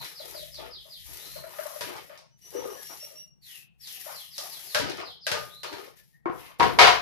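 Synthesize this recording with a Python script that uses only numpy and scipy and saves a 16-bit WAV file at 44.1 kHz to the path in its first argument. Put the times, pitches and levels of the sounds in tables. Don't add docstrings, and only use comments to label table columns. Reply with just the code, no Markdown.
import sys
import numpy as np
from scipy import signal
from scipy.fft import rfft, irfft, next_fast_len
from scipy.io import wavfile
from scipy.ndimage import uniform_filter1d, minimum_filter1d, map_coordinates

SR = 44100
rng = np.random.default_rng(int(sys.argv[2]) if len(sys.argv) > 2 else 0)


def digitize_waveform(pressure):
    field = np.atleast_2d(pressure).T
    bounded = np.clip(field, -1, 1)
    quanta = np.round(bounded * 32767).astype(np.int16)
    wavfile.write(sys.argv[1], SR, quanta)


N = 309405
TIME = np.arange(N) / SR


# (t/s, length/s, rumble level/dB, drone level/dB)
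LOW_BUMPS = [(-.1, 0.19, -55, -49), (0.09, 0.86, -54, -60.5), (.92, 0.32, -49.5, -59),
             (1.176, 0.4, -61, -52.5), (1.65, 0.59, -68, -58.5), (2.45, 0.33, -69, -58.5)]
# (f/Hz, level/dB)
RUMBLE_SPECTRUM = [(15, -40.5), (25, -12), (49, -3.5), (65, 9.5), (86, -14), (110, 1.5), (140, -32),
                   (240, -120)]
# (f/Hz, level/dB per Hz)
DRONE_SPECTRUM = [(60, -30.5), (100, -9.5), (140, 6), (180, -0.5), (240, -15), (400, -24.5), (900, -52)]
# (t/s, attack/s, hold/s, release/s, level/dB)
SIZZLE_SWELLS = [(-.03, 0.081, .01, 0.15, -48), (.08, 0.23, 0.13, 0.12, -50),
                 (0.48, 0.045, 0.034, 0.28, -57.5), (0.71, 0.18, 0.071, .1, -59),
                 (0.897, 0.23, 0.23, 0.12, -48.5), (1.312, 0.42, 0.085, 0.17, -47),
                 (1.875, 0.023, 0.025, 0.35, -55.5), (2.351, 0.22, 0.34, 0.25, -53),
                 (2.553, 0.37, 0.036, .38, -51), (3.405, 0.099, 0.024, .17, -51),
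                 (3.773, 0.16, 0.21, 0.24, -47), (4.278, 0.13, 0.34, 0.16, -47),
                 (4.853, 0.038, .02, .17, -58.5), (5.03, 0.039, 0.019, 0.13, -65),
                 (5.227, 0.1, 0.011, 0.37, -53.5), (5.627, .03, 0.16, 0.17, -59),
                 (5.951, .025, 0.0087, 0.065, -61), (6, 0.044, 0.021, 0.18, -70.5),
                 (6.28, 0.13, 0.015, 0.17, -57), (6.581, 0.02, 0.018, 0.35, -53),
                 (6.774, 0.035, 0.058, 0.26, -50.5)]
# (f/Hz, level/dB per Hz)
FIZZ_SPECTRUM = [(880, -59), (1500, -14.5), (1790, -2.5), (1930, 0), (2090, -3), (2920, -2.5), (3870, -2),
                 (5950, 0.5), (8290, -7.5), (9510, -5.5), (11400, 5), (14800, -8.5), (15500, -9.5)]

# (t/s, length/s, top f/Hz, level/dB)
BIRD_SLURS = [(-.04, 0.086, 5350, -37), (0.142, .1, 5210, -41.5), (.326, 0.11, 5170, -41),
              (0.512, .1, 5190, -42), (0.7, 0.11, 5120, -41), (0.887, 0.11, 5095, -42),
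              (3.412, 0.21, 4514, -49.5), (3.795, .19, 5366, -44.5), (4.118, 0.14, 5380, -42.5),
              (4.3, 0.086, 5280, -44), (4.484, 0.11, 5290, -42.5), (4.659, 0.11, 5200, -42.5),
              (4.849, 0.11, 5200, -43), (5.025, 0.11, 5150, -41.5), (5.205, 0.18, 5180, -43)]
# (t/s, level/dB)
RISING_NOTES = [(1.169, -43.5), (5.489, -43)]
# (t after its start/s, f/Hz, level/dB)
RISING_COURSE = [(0, 3350, -12), (.04, 3864, -5), (.11, 4173, -11.5), (0.183, 4280, -5.5), (.25, 4150, -13),
                 (.28, 4020, -31)]
# (t/s, length/s, settled f of the second partial/Hz, level/dB)
WHISTLE_NOTES = [(2.297, 0.083, 5970, -70), (2.413, .09, 5900, -50), (2.533, 0.1, 5910, -44.5),
                 (2.693, 0.1, 5850, -45.5), (2.837, 0.11, 5680, -47), (2.993, 0.082, 5606, -41.5),
                 (3.149, 0.093, 5653, -44)]
SLUR_BOTTOM_HZ, SLUR_HALFWAY_S, SLUR_FADE_DB = 2376, .06, 7
SCOOP_HZ, SCOOP_S = 216, 0.0182

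# (t/s, length/s, board drumming level/dB, hollow rub level/dB, crisp rustle level/dB)
HAND_STROKES = [(0, 0.067, -49, -52, -43), (0.173, 0.18, -47, -59, -53), (0.564, 0.1, -44.5, -51.5, -47),
                (.84, 0.049, -63, -67.5, -85), (1.037, 0.25, -56.5, -59, -56.5),
                (1.353, .04, -51.5, -59.5, -53), (1.427, 0.19, -55.5, -56, -54.5),
                (1.588, 0.13, -58, -52, -54), (1.783, 0.2, -41.5, -48, -43), (2.083, 0.089, -70, -59, -53),
                (2.43, 0.1, -61, -69, -68), (2.512, 0.13, -37.5, -49, -49), (2.649, 0.11, -43.5, -52, -57),
                (2.89, 0.031, -46, -53, -55), (3.034, 0.11, -58, -69, -72),
                (3.446, 0.14, -70, -78.5, -63.5), (3.83, 0.3, -67, -63.5, -65.5),
                (4.035, 0.11, -73, -49.5, -51.5), (4.371, 0.082, -52, -51, -58),
                (4.478, 0.24, -57.5, -60.5, -58.5), (4.751, 0.16, -34.5, -43.5, -39),
                (4.97, 0.035, -39, -43.5, -42), (5.264, 0.12, -44.5, -44, -46),
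                (5.634, 0.025, -41, -43.5, -38), (5.707, 0.074, -37.5, -48.5, -45.5),
                (5.831, 0.021, -60, -57, -47), (6.351, 0.17, -92, -62, -50.5)]
STROKE_ATTACK, SETTLE_DB_PER_S = 0.39, 152.5
# (f/Hz, level/dB per Hz)
DRUM_SPECTRUM = [(150, -40), (260, -10), (330, -4), (430, 0), (520, -2), (640, -12), (900, -45)]
# (f/Hz, level/dB per Hz)
RUB_SPECTRUM = [(300, -40), (480, -9), (600, -3), (730, -5), (850, -1), (1000, 0), (1250, -1), (1500, -7),
                (2200, -25), (3500, -55)]
# (f/Hz, level/dB per Hz)
RUSTLE_SPECTRUM = [(600, -58.5), (1400, 7.5), (2500, 10.5), (5000, -1.5), (8000, -18), (15000, -23)]

# (t/s, level/dB)
SNAP_EVENTS = [(0.045, -24.5), (0.544, -29.5), (0.6013, -36), (1.256, -29), (1.5824, -67), (1.9655, -30),
               (2.1758, -33.5), (3.8732, -25), (3.964, -34), (4.36, -30), (4.3808, -15), (4.8976, -22),
               (4.972, -27), (5.8666, -39), (5.973, -51)]
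# (f/Hz, level/dB per Hz)
SNAP_SPECTRUM = [(590, -15), (1000, -14), (2870, -4), (3370, -1), (5400, 6), (7360, -8.5), (11400, -7),
                 (15500, -33)]
# (t/s, plop level/dB, smack level relative to the plop/dB)
CLUMP_LANDINGS = [(.202, -41.5, -14), (.351, -40, -11), (.427, -41.5, -23), (.587, -42, -27),
                  (.857, -51.5, -26), (1.36, -36, -16.5), (1.442, -38, -5), (1.591, -30.5, -5),
                  (1.658, -33.5, -12.5), (1.762, -38.5, -7.5), (2.101, -42.5, -7), (3.029, -48.5, -10),
                  (3.11, -48, -21), (4.066, -41, -7.5), (4.387, -39, -11.5)]
# (f/Hz, level/dB per Hz)
SMACK_SPECTRUM = [(400, -35), (900, -9.5), (1300, 6), (1700, 2.5), (2600, -9.5), (5000, -16.5),
                  (12000, -33)]
PLOP_HZ = 600

# (t/s, level/dB, thud/dB, crack/dB, f of the favoured ring/Hz)
PAN_CONTACTS = [(1.809, -25, -29.5, -5, 1070), (1.874, -43, -24, 1.5, 990), (2.596, -38.5, -16.5, -20, 824),
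                (4.747, -14.5, -40.5, -4, 1610), (4.753, -10.5, -36.5, -33, 1590),
                (4.763, -33, -41.5, -14, 1490), (4.789, -35, -32.5, 8, 912), (4.799, -24, -12, -6, 950),
                (5.267, -18, -38.5, -4.5, 1640), (5.316, -18.5, -25, -4, 1690),
                (5.349, -19.5, -26.5, -32, 1320), (5.633, -30.5, -38, -1.5, 1000),
                (5.728, -32.5, -22, -6, 958), (5.783, -46.5, -22.5, 1, 961)]
# (f/Hz, level/dB, t60/s)
PAN_RING_MODES = [(442, 9, 0.36), (518, -9, 0.14), (581, 9.5, 0.29), (837, -3, 0.27), (966, 1, 0.24),
                  (1074, -6.5, .25), (1220, -6.5, 0.49), (1268, -8, 0.16), (1506, -11, 0.46),
                  (1635, -7.5, 0.15), (1614, -2, 0.12), (2420, -5, .2), (3720, 2.5, 0.14)]
# (f/Hz, level/dB per Hz)
PAN_CLACK_SPECTRUM = [(35, -41), (60, -29), (183, -11.5), (385, -23), (423, -2), (509, 0.5), (599, 7.5),
                      (738, -17.5), (931, -13.5), (1630, 2), (2050, -4.5), (5080, -4.5), (8280, -18.5),
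                      (11700, -17), (15500, -35)]
# (t/s, length/s, f/Hz, level/dB)
SQUEAK_EVENTS = [(2.74, .12, 1710, -52), (3.44, .16, 1900, -64), (5.95, .1, 1750, -68),
                 (6.12, .07, 1845, -63), (6.41, .1, 2090, -65)]
# (t/s, level/dB, thud/dB, crack/dB, f of the favoured ring/Hz)
BOARD_CONTACTS = [(6.257, -21, -15.5, -41.5, 350), (6.272, -29, -22, -48, 1000),
                  (6.297, -29.5, -10, -37, 349), (6.598, -15.5, -8.5, -17, 970),
                  (6.606, -11, -23, -30, 945), (6.629, -15, -7.5, -19, 1060), (6.788, 2, -21.5, -13, 787),
                  (6.817, -14, -38.5, -12, 750), (6.844, -9, -27, -18, 1076), (6.871, -7.5, -37, -17, 706)]
# (f/Hz, level/dB, t60/s)
BOARD_RING_MODES = [(342, -1, 0.14), (505, -8, 0.44), (597, -5.5, 0.28), (722, -3.5, 0.18),
                    (814, -9.5, 0.31), (956, 6, 0.15), (1074, 0.5, 0.23), (1090, -31, 1), (1260, -2, 0.2),
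                    (1348, -5, 0.41), (1360, -9, 0.26), (2166, 0.5, 0.22), (2283, 3, 0.12),
                    (2420, -15, 0.69), (2990, -14, 0.39)]
# (f/Hz, level/dB per Hz)
BOARD_CLAP_SPECTRUM = [(35, -43), (60, -21.5), (210, -19.5), (433, -5.5), (497, -5), (559, -9.5),
                       (657, -6.5), (721, -2), (869, -9), (976, -1), (1200, -4.5), (4850, -20), (8090, -37),
                       (12000, -41), (15500, -61)]

# (f/Hz, t60/s)
KITCHEN_DECAY = [(100, 0.71), (500, 0.39), (2000, 0.37), (6000, 0.37), (14000, 0.15)]
# (f/Hz, correlation from 0 to 1)
STEREO_LIKENESS = [(60, 0.94), (250, 1), (600, 1), (1200, 0), (15000, 0.024)]
# (f/Hz, level/dB)
PORT_LEVEL_RATIO = [(60, 5), (200, 4), (400, 7.5), (700, 13), (1300, 2.5), (2400, 4.5), (4400, -1.5),
                    (7000, 2), (9000, 15.5), (11000, 33.5), (15000, 43)]
# (f/Hz, phase/rad)
PORT_LAG = [(60, 3), (250, 2.5), (450, 4.5), (800, 0)]
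TOP_HZ = 15550


def amp(db):
    return 10 ** (np.asarray(db) / 20)


def unit(x):
    return x / np.sqrt(np.mean(x ** 2) + 1e-20)


def peak_one(x):
    power = uniform_filter1d(np.mean(x ** 2, axis=0), size=256)
    return x / np.sqrt(power.max())


def along(points, hz):
    f, value = np.transpose(points)
    return np.interp(np.log(hz + 1), np.log(f + 1), value)


def wobble(rate, n):
    knots = rng.standard_normal(int(n * rate / SR) + 4)
    return map_coordinates(knots, [np.arange(n) * rate / SR])


def swell(s, attack, hold, release):
    ramp = np.minimum((TIME - s) / attack, (s + attack + hold + release - TIME) / release)
    return np.sin(np.pi / 2 * np.clip(ramp, 0, 1)) ** 2


def add(track, s, sound):
    i = round(s * SR)
    part = sound[..., max(-i, 0):max(N - i, 0)]
    start = max(i, 0)
    track[..., start:start + part.shape[-1]] += part


def filtered(x, response):
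    n = x.shape[-1]
    m = 2 * next_fast_len(n // 2 + 4096)
    return irfft(rfft(x, m) * response(np.fft.rfftfreq(m, 1 / SR)), m)[..., :n]


def coloured(x, spectrum):
    def response(hz):
        cepstrum = irfft(np.log(amp(along(spectrum, hz)) + 1e-6))
        half = len(cepstrum) // 2
        cepstrum[1:half] *= 2
        cepstrum[half + 1:] = 0
        return np.exp(rfft(cepstrum))
    return filtered(x, response)


def diffuse(n):
    def mid_side(hz):
        turn = np.arccos(np.clip(along(STEREO_LIKENESS, hz), -1, 1)) / 2
        return np.array([np.cos(turn), np.sin(turn)])
    mid, side = filtered(rng.standard_normal((2, n)), mid_side)
    return np.array([mid + side, mid - side])


def room(direct_db):
    hz, t, z = signal.stft(diffuse(SR // 2), SR, nperseg=256)
    decay = amp(-60 * t / along(KITCHEN_DECAY, hz)[:, None])
    tail = signal.istft(z * decay, SR, nperseg=256)[1]
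    tail /= np.linalg.norm(tail[0])
    tail[[0, 1], [45, 0]] += amp(direct_db)
    return tail / np.linalg.norm(tail[0])


def in_room(x, direct_db):
    return signal.fftconvolve(x[None], room(direct_db), axes=1)[:, :N]


def crackle(rate, spread_db):
    size = amp(spread_db * np.minimum(rng.exponential(size=N), 4))
    present = rng.random(N) < rate / SR
    return unit(present * size * rng.standard_normal(N))


def patchy(x, depth_db):
    z = signal.stft(x, nperseg=1024)[2]
    field = rng.standard_normal(z.shape[1:])
    field = uniform_filter1d(field, size=3, axis=0)
    field = uniform_filter1d(field, size=6, axis=1)
    return signal.istft(z * amp(depth_db * unit(field)), nperseg=1024)[1][:, :N]


def tone(hz, waver):
    unsteady_hz = hz * (1 + waver * wobble(698, len(hz)))
    return 2 * np.pi * np.cumsum(unsteady_hz) / SR


def room_tone(rumble_db, drone_db, hiss_db):
    low, mid = amp(rumble_db), amp(drone_db)
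    for s, length, low_db, mid_db in LOW_BUMPS:
        bump = swell(s, length / 2, 0, length / 2)
        low = np.hypot(low, amp(low_db) * bump)
        mid = np.hypot(mid, amp(mid_db) * bump)
    rumble = low * unit(coloured(diffuse(N), RUMBLE_SPECTRUM))
    drone = mid * unit(coloured(diffuse(N), DRONE_SPECTRUM))
    hiss = amp(hiss_db) * unit(coloured(diffuse(N), [(200, 28.0), (1000, 15.5), (15000, -3)]))
    return rumble + drone + hiss


def bird(gain_db):
    song = np.zeros(N)
    for s, length, top_hz, db in BIRD_SLURS:
        t = np.arange(int(length * SR)) / SR
        hz = SLUR_BOTTOM_HZ + (top_hz - SLUR_BOTTOM_HZ) / (1 + (t / SLUR_HALFWAY_S) ** 2)
        arch = np.sqrt(np.abs(np.sin(np.pi * t / length)))
        fade = amp(db - SLUR_FADE_DB * t / length)
        add(song, s, arch * fade * np.sin(tone(hz, waver=.042)))
    offset, pitch, level = np.transpose(RISING_COURSE)
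    t = np.arange(int(offset[-1] * SR)) / SR
    for s, db in RISING_NOTES:
        phase = tone(np.interp(t, offset, pitch), waver=.032)
        add(song, s, amp(db + np.interp(t, offset, level)) * np.sin(phase))
    next_room = in_room(amp(gain_db) * song, direct_db=9)[1]
    return in_room(next_room, direct_db=-10)


def sizzle(gain_db, flutter_db):
    power = np.zeros(N)
    for s, attack, hold, release, db in SIZZLE_SWELLS:
        power += (amp(db + gain_db) * swell(s, attack, hold, release)) ** 2
    bubbles = unit(in_room(crackle(rate=1000, spread_db=3.5), direct_db=-1))
    flutter = amp(flutter_db * wobble(70, N))
    fizz = (unit(diffuse(N)) + amp(-2) * bubbles) * flutter
    return np.sqrt(power) * unit(coloured(patchy(fizz, depth_db=1.5), FIZZ_SPECTRUM))


def sweeping(drum_db, rub_db, rustle_db):
    power, t = np.zeros((3, N)), np.arange(SR) / SR
    for s, length, *levels_db in HAND_STROKES:
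        speeding_up = np.minimum(t / (STROKE_ATTACK * length), 1)
        settling = amp(-SETTLE_DB_PER_S * np.maximum(t - length, 0))
        add(power, s, np.outer(amp(levels_db), speeding_up * settling) ** 2)
    low, hollow, crisp = np.sqrt(power)

    def slips():
        return patchy(in_room(crackle(rate=600, spread_db=2.5), direct_db=-2), depth_db=4)

    crunch = patchy(in_room(crackle(rate=600, spread_db=4), direct_db=-3), depth_db=2)
    drum = low * amp(drum_db) * unit(coloured(slips(), DRUM_SPECTRUM))
    rub = hollow * amp(rub_db) * unit(coloured(slips(), RUB_SPECTRUM))
    rustle = crisp * amp(rustle_db) * unit(coloured(crunch, RUSTLE_SPECTRUM))
    return drum + rub + rustle


def snaps(gain_db):
    out = np.zeros((2, N))
    for s, db in SNAP_EVENTS:
        tick = peak_one(coloured(room(direct_db=-6), SNAP_SPECTRUM))
        add(out, s, amp(db + gain_db) * tick)
    return out


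def clumps(gain_db, smack_db, rise_s, direct_db):
    out, t = np.zeros((2, N)), np.arange(SR // 16) / SR
    for s, db, smack_level in CLUMP_LANDINGS:
        hz = PLOP_HZ * rng.normal(1, .015)
        swelling = (t / rise_s) ** 2 * np.exp(-(t / rise_s) ** 2)
        note = np.sin(2 * np.pi * hz * t) * swelling
        plop = peak_one(signal.fftconvolve(note[None], room(direct_db), axes=1))
        smack = peak_one(coloured(room(direct_db=-7.5), SMACK_SPECTRUM))
        add(out, s - .005, amp(db + gain_db) * plop)
        add(out, s - .005, amp(db + smack_level + smack_db) * smack)
    return out


def knocks(rows, modes, spectrum, ring_db, focus_db, direct_db, boom_db, thud_db, crack_db):
    out = np.zeros((2, N))
    usual = np.mean(rows, axis=0)
    for s, db, thud, crack, main_hz in rows:
        weight = thud - usual[2]
        brightness = crack - usual[3]
        hardness = [(120, weight + boom_db), (300, weight + thud_db), (600, 0.0078), (1300, 0.0095),
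                    (4000, brightness + crack_db)]
        clack = peak_one(coloured(room(direct_db), spectrum))
        t = np.arange(clack.shape[1]) / SR
        ring = np.zeros_like(clack)
        for hz, level, t60 in modes:
            favour = focus_db * np.exp(-(np.log(hz / main_hz) / 0.18) ** 2)
            chance = rng.normal(0, 1.2)
            decay = amp(level + favour + chance - 60 * t / t60)
            ring += decay * np.sin(2 * np.pi * (hz * t + rng.random((2, 1))))
        ring = peak_one(ring * (1 - np.exp(-t / 0.0025)))
        add(out, s, amp(db) * coloured(clack + amp(ring_db) * ring, hardness))
    return out


def pan_knocks():
    return amp(-7) * knocks(PAN_CONTACTS, PAN_RING_MODES, PAN_CLACK_SPECTRUM, ring_db=-7.5, focus_db=20.5,
                            direct_db=-7.5, boom_db=15.0, thud_db=-5, crack_db=-2.5)


def whistle(gain_db, lower_db):
    out = np.zeros(N)
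    for s, length, pitch_hz, db in WHISTLE_NOTES:
        t = np.arange(int(length * SR)) / SR
        hz = pitch_hz - SCOOP_HZ * np.exp(-t / SCOOP_S)
        upper = np.sin(tone(hz, waver=.006))
        lower = np.sin(tone(hz / 2, waver=.02))
        arch = np.sqrt(np.abs(np.sin(np.pi * t / length)))
        add(out, s, amp(db + gain_db) * arch * (upper + amp(lower_db) * lower))
    return in_room(out, direct_db=2)


def squeaks(gain_db):
    out = np.zeros(N)
    for s, length, hz, db in SQUEAK_EVENTS:
        n = int(length * SR)
        wavering = np.sin(tone(np.full(n, hz), waver=.04))
        add(out, s, amp(db + gain_db) * np.hanning(n) * wavering)
    return in_room(out, direct_db=3)


def board_knocks():
    return amp(-5.0) * knocks(BOARD_CONTACTS, BOARD_RING_MODES, BOARD_CLAP_SPECTRUM, ring_db=-2, focus_db=14,
                              direct_db=-8, boom_db=5.5, thud_db=0.5, crack_db=-3.5)


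def scene():
    background = room_tone(rumble_db=-73.5, drone_db=-64.5, hiss_db=-79.5)
    song = bird(gain_db=3.5) + whistle(gain_db=0.5, lower_db=-13.5)
    hiss = sizzle(gain_db=2.5, flutter_db=1)
    cabbage = sweeping(drum_db=-4, rub_db=2.5, rustle_db=-2.5)
    cabbage += snaps(gain_db=-15.0)
    cabbage += clumps(gain_db=-1.5, smack_db=-2.5, rise_s=0.0071, direct_db=-1)
    return background + song + hiss + cabbage + pan_knocks() + squeaks(gain_db=4) + board_knocks()


def limited(x, ceiling, hold):
    need = np.minimum(1, ceiling / (np.abs(x).max(axis=0) + 1e-9))
    held = minimum_filter1d(need, int(hold * SR))
    return x * uniform_filter1d(held, size=80)


def record(dry):
    def ports(hz):
        ratio = amp(along(PORT_LEVEL_RATIO, hz))
        lag = np.exp(-1j * along(PORT_LAG, hz))
        return np.array([ratio, lag]) * 2 / (1 + ratio)
    held = limited(filtered(dry, ports), ceiling=.92, hold=.002)
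    return filtered(held, lambda hz: hz < TOP_HZ)


dry = scene()
out = record(dry)
digitize_waveform(out)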